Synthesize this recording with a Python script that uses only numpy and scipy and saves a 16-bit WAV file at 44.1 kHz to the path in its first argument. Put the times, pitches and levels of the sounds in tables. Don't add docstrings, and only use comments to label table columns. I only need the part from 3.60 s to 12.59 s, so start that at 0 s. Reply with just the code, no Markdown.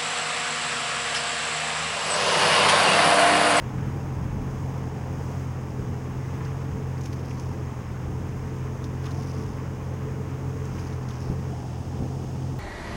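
import sys
import numpy as np
from scipy import signal
from scipy.fft import rfft, irfft, next_fast_len
from scipy.io import wavfile
from scipy.ndimage import map_coordinates

SR = 44100
rng = np.random.default_rng(int(sys.argv[2]) if len(sys.argv) > 2 else 0)


def to_wav(sig):
    pcm = np.clip(np.atleast_2d(sig), -1, 1) * 32767
    pcm = np.round(pcm).astype(np.int16)
    wavfile.write(sys.argv[1], SR, pcm.T)


N = 396459

# (frequency [Hz], relative density [dB per Hz])
FIZZ_SPECTRUM = [(2000, -6.5), (4200, -9), (5000, 2), (5500, 2.5), (6100, 0.5), (6450, 6.5), (6900, -1),
                 (9000, -8), (9550, -8), (10000, -12), (12200, -22), (14000, -12), (15600, -6.5)]


def amp(db):
    return 10 ** (np.asarray(db) / 20)


def unit(x):
    return x / np.sqrt(np.mean(x ** 2) + 1e-20)


def curves(rows):
    times_s, *columns = np.transpose(rows)
    return [np.interp(np.arange(N) / SR, times_s, column) for column in columns]


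def wobble(rate_hz):
    knots = rng.standard_normal(int(N * rate_hz / SR) + 4)
    return map_coordinates(knots, [np.arange(N) * rate_hz / SR])


def swells(rows):
    t = np.arange(N) / SR
    return sum(amp(db) * np.exp(-0.5 * ((t - s) / spread_s) ** 2) for s, spread_s, db in rows)


def coloured(x, spectrum):
    size = next_fast_len(len(x) + 8192)
    hz, db = np.transpose(spectrum)
    log_bins = np.log(np.fft.rfftfreq(size, 1 / SR) + 1)
    gain = amp(np.interp(log_bins, np.log(hz), db))
    return irfft(rfft(x, size) * unit(gain), size)[:len(x)]


def noise(spectrum):
    return unit(coloured(rng.standard_normal(N), spectrum))


def crackle(rate_hz, spread_db):
    sizes = amp(spread_db * np.clip(rng.standard_normal(N), -2, 2))
    pops = (rng.random(N) < rate_hz / SR) * sizes
    power_decay = np.exp(-np.arange(SR // 100) / (SR / 1500))
    power = np.abs(signal.fftconvolve(pops ** 2, power_decay)[:N])
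    return unit(np.sqrt(power) * rng.standard_normal(N))


def grains(times_s, hz, sizes, cycles):
    t = np.arange(SR // 30) / SR
    turns = hz[:, None] * t
    tones = np.sin(2 * np.pi * turns * (1 + 0.0033 * turns))
    rings = sizes[:, None] * np.exp(-turns / cycles) * tones
    places = (times_s * SR).astype(int)[:, None] + np.arange(len(t))
    return np.bincount(places.ravel(), rings.ravel(), N)[:N]


def add(track, s, sound):
    part = track[round(s * SR):][:len(sound)]
    part += sound[:len(part)]


def wind():
    # (time [s], spread [s], level [dB])
    gusts = [(.22, 0.16, -40), (.79, 0.15, -34.5), (2.23, 0.077, -33.5), (3.15, 0.038, -32.5),
             (4.5, .05, -37)]
    # (frequency [Hz], relative density [dB per Hz])
    buffet_spectrum = [(10, -20), (25, -6), (45, 3), (90, 1.5), (200, -1.5), (320, -11), (700, -39),
                       (2000, -72)]
    breeze = amp(-43.5 + 2 * wobble(4))
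    return (breeze + swells(gusts)) * amp(0.95 * wobble(14)) * noise(buffet_spectrum)


def turning(x):
    # (time [s], share of the turn [0-1])
    turn = [(7.6, 0.026), (8.1, 1)]
    # (frequency [Hz], gain [dB])
    turned_colour = [(550, -1.5), (710, 4.5), (1050, -4), (1400, -3.5), (2100, -5), (2900, 0), (4600, 4.5),
                     (6500, 1.5), (7800, 3), (10500, 2), (14000, -4), (15600, -1)]
    share, = curves(turn)
    hz, db = np.transpose(turned_colour)
    gain = amp(np.interp(np.fft.rfftfreq(N, 1 / SR), hz, db))
    turned = irfft(rfft(x) * gain, N)
    return x + share * (turned - x)


def water():
    # (time [s], slosh level [dB])
    slosh_level = [(0, -46.5), (1.7, -46.3), (2.1, -48), (5.4, -48.5), (6.5, -48.8), (7.5, -48.5),
                   (8.3, -46.5), (8.99, -49.5)]
    # (frequency [Hz], relative density [dB per Hz])
    slosh_spectrum = [(250, -28), (480, -2.5), (620, -1.5), (800, 2), (920, 0), (1100, -5.5), (1500, -28),
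                      (3000, -56)]
    wash_spectrum = [(500, -32), (850, -2), (1060, 2.5), (1400, -3), (1800, -5), (2500, -10), (3200, -15.5),
                     (4000, -23.5), (6000, -43), (16000, -42)]
    # (time [s], spread [s], wash level [dB], fizz level [dB])
    laps = [(.15, 0.29, -51.5, -70), (1.1, 0.23, -56, -62), (1.72, .15, -60, -57.5), (2.78, 0.17, -50, -63),
            (5.47, .04, -46.5, -60), (7.17, 0.13, -52.5, -61)]
    wash_db, fizz_db = -48, -57.5

    slosh_db, = curves(slosh_level)
    slosh = amp(slosh_db + 0.94 * wobble(10)) * noise(slosh_spectrum)

    lapping = swells([(s, spread_s, db) for s, spread_s, db, _ in laps])
    wash_gain = np.hypot(amp(wash_db), lapping) * amp(0.4 * wobble(14))
    wash = wash_gain * unit(coloured(crackle(rate_hz=5400, spread_db=1), wash_spectrum))

    foaming = swells([(s, spread_s, db) for s, spread_s, _, db in laps])
    fizz_gain = np.hypot(amp(fizz_db), foaming) * amp(0.39 * wobble(6))
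    fizz = fizz_gain * noise(FIZZ_SPECTRUM)
    return slosh + wash + fizz


def gulps():
    # (time [s], level [dB], pitch [Hz])
    pockets = [(5.586, -32, 700), (7.932, -32.5, 679), (7.946, -38, 798)]
    times_s, db, hz = np.transpose(pockets)
    return grains(times_s, hz, amp(db), cycles=6)


def bumps():
    # (time [s], level [dB], softness: duration of the push [s])
    blows = [(7.680, -23, .0061), (7.698, -14, .0041), (7.722, -25, .0015), (7.794, -23.5, 0.003),
             (8.404, -21, .003), (8.424, -18.5, .0021)]
    # (frequency [Hz], level [dB], t60 [s])
    deck_modes = [(80.4, -22, 0.06), (111, -11, 0.069), (190, -2.5, 0.055), (248, -4.5, 0.068),
                  (345.3, -7.5, 0.068), (520, -10, .07), (680, -21, .06)]
    # (time [s], spread [s], level [dB])
    scuffs = [(7.71, .03, -39), (8.42, .025, -38.5)]
    # (frequency [Hz], relative density [dB per Hz])
    scuff_spectrum = [(120, -15), (260, 3), (550, -3), (900, -18), (2000, -42)]

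    track = swells(scuffs) * noise(scuff_spectrum)
    t = np.arange(SR // 3) / SR
    ring = sum(amp(db - 60 * t / t60_s) * np.sin(2 * np.pi * hz * t) for hz, db, t60_s in deck_modes)
    for s, db, soft_s in blows:
        push = np.sin(np.pi * np.minimum(t / soft_s, 1)) ** 2
        add(track, s, amp(db) * signal.fftconvolve(ring, push / push.sum()))
    return track


def showers():
    # (time of the thickest fall [s], spread [s], spray level [dB])
    falls = [(3.72, 0.17, -58), (5.69, .17, -54.5), (7.25, 0.1, -58), (7.6, 0.084, -55)]
    # (frequency [Hz], relative density [dB per Hz])
    spray_spectrum = [(900, -12), (1700, -8), (2800, -4), (4100, -7), (5200, 4.5), (6300, 2.5), (7500, -15),
                      (10500, -10), (12500, -23), (15500, -22)]
    drop_hz, drop_db = 5400, 5.5

    track = coloured(swells(falls) * crackle(rate_hz=350, spread_db=1.0), spray_spectrum)
    for s, spread_s, db in falls:
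        when, pitch, strength = np.clip(rng.standard_normal((3, 26)), -2, 2)
        sizes = amp(db + drop_db + 2.8 * strength)
        track += grains(s + spread_s * when, drop_hz * np.exp(0.12 * pitch), sizes, cycles=7.7)
    return track


def splashes():
    # (time [s], level [dB], median bubble pitch [Hz], length [s])
    slaps = [(2.846, -49, 5000, 0.012), (3.406, -48, 5614, 0.011), (3.433, -48.5, 6100, .012),
             (3.452, -45, 2600, .008), (3.456, -45, 6200, 0.0085), (3.526, -47, 4230, 0.0082),
             (3.53, -42, 2420, .005), (3.709, -41.5, 2700, .006), (3.796, -39.5, 5600, 0.0038),
             (5.239, -47.5, 4540, 0.013), (5.44, -46, 4100, .005), (5.454, -45.5, 3400, .018),
             (5.507, -49, 4200, .014), (7.054, -46.5, 6990, .004), (7.181, -48.5, 2770, 0.017),
             (7.191, -48, 5600, 0.01), (7.269, -51, 5284, .010), (7.326, -50, 4000, 0.0077),
             (7.487, -45, 5200, .008), (7.506, -45.5, 3300, .006)]
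    # (frequency [Hz], relative density [dB per Hz])
    spit_spectrum = [(400, -14), (900, 2), (1800, 4), (2600, 4), (4200, -5), (5400, 7), (6500, 5.5),
                     (7600, -10), (10300, -6), (12300, -17), (13800, -10), (15800, -16)]
    bubbles_db, spit_db = -4.5, -1

    spit, bubbles = np.zeros(N), np.zeros(N)
    t = np.arange(SR // 10) / SR
    for s, db, hz, length_s in slaps:
        when = rng.random(6)
        pitch, strength = rng.standard_normal((2, 6))
        cluster = grains(s + length_s * when, hz * np.exp(0.13 * pitch), amp(4.8 * strength), cycles=4.1)
        to_unit = np.sqrt(length_s * SR / np.sum(cluster ** 2))
        bubbles += amp(db + bubbles_db) * cluster * to_unit
        envelope = (1 - np.exp(-t / 0.0015)) * np.exp(-t / (1.26 * length_s))
        add(spit, s, amp(db + spit_db) * envelope)
    return bubbles + coloured(spit * crackle(rate_hz=3200, spread_db=8), spit_spectrum)


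def lines(firings, orders, waver_db, drift_rad):
    total = np.zeros(N)
    for k, db in orders:
        phase = 2 * np.pi * (k * firings + rng.random()) + drift_rad * k * wobble(14)
        total += amp(db + waver_db * wobble(20)) * np.sin(phase)
    return unit(total)


def engine():
    # (time [s], firing rate [Hz])
    speed = [(0.0, 41.6), (0.3, 45), (0.62, 43.2), (1.08, 44.6), (1.42, 42.8), (1.65, 44.8), (1.92, 42.8),
             (2.6, 43.2), (2.85, 44.6), (3.95, 43.1), (4.2, 41.3), (4.7, 43.8), (5.28, 43), (5.6, 44.7),
             (5.98, 43.3), (6.55, 44.0), (7.2, 44), (7.55, 41.7), (7.8, 44.6), (8.05, 41.3), (8.4, 44),
             (8.7, 43.9), (8.99, 43.6)]
    # (multiple of the firing rate, relative level [dB])
    hum_orders = [(1, -16.5), (2, -2.5), (3, 1), (4, -25), (5, -23.5), (6, -16.5), (7, -22), (8, -24)]
    whirr_orders = [(9.5, 0), (9.75, -4), (10, 3.5), (10.25, -5.5)]
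    # (time [s], gear whirr level at idle [dB])
    whirr_level = [(0, -48), (1.8, -50), (2.3, -45), (3.6, -48), (5.3, -46), (6.1, -48), (6.6, -44),
                   (7.6, -46), (8.99, -50.5)]
    # (frequency [Hz], relative density [dB per Hz])
    exhaust_spectrum = [(25, -28), (55, -9), (100, 3), (150, 0.5), (208, -1), (245, -2.5), (290, -6),
                        (320, -4), (385, -11.5), (520, -9.5), (640, -22), (1200, -49)]
    # (frequency [Hz], level [dB])
    whines = [(899, -62), (2695, -76), (2920, -75)]
    idle_hz = 43.6
    hum_db, hum_db_per_hz = -31.5, 1.1
    burble_db, burble_db_per_hz = -36.5, 0.7
    whirr_db_per_hz = 1.2

    rate_hz, = curves(speed)
    surge_hz = rate_hz - idle_hz
    firings = np.cumsum(rate_hz) / SR

    hum_gain = amp(hum_db + hum_db_per_hz * surge_hz + 0.6 * wobble(15))
    hum = hum_gain * lines(firings, hum_orders, waver_db=0.45, drift_rad=0.012)

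    whirr_db, = curves(whirr_level)
    whirr_gain = amp(whirr_db + whirr_db_per_hz * surge_hz + 1 * wobble(7.7))
    whirr = whirr_gain * lines(firings, whirr_orders, waver_db=2.5, drift_rad=0.058)

    puffs = 1 + 0.2 * np.cos(2 * np.pi * firings) + 0.065 * np.cos(np.pi * firings / 2)
    burble = amp(burble_db + burble_db_per_hz * surge_hz) * puffs * noise(exhaust_spectrum)

    t = np.arange(N) / SR
    whine = sum(amp(db + 1.6 * wobble(3)) * np.sin(2 * np.pi * hz * t + wobble(6)) for hz, db in whines)

    ticks = np.exp(2.8 * np.cos(np.pi * firings / 2))
    valves = amp(-71) * unit(ticks * noise(FIZZ_SPECTRUM))
    return hum + whirr + burble + whine + valves


def scene():
    surroundings = wind() + turning(water()) + gulps() + bumps()
    skipping = showers() + splashes()
    return (surroundings + skipping + engine())[None]


def record(dry):
    size = next_fast_len(N + SR // 2)
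    hz = np.fft.rfftfreq(size, 1 / SR)
    low_cut = hz ** 2 / np.sqrt(hz ** 4 + 24 ** 4)
    return irfft(rfft(dry, size) * low_cut * (hz < 15850), size)[:, :N]


dry = scene()
out = record(dry)
to_wav(out)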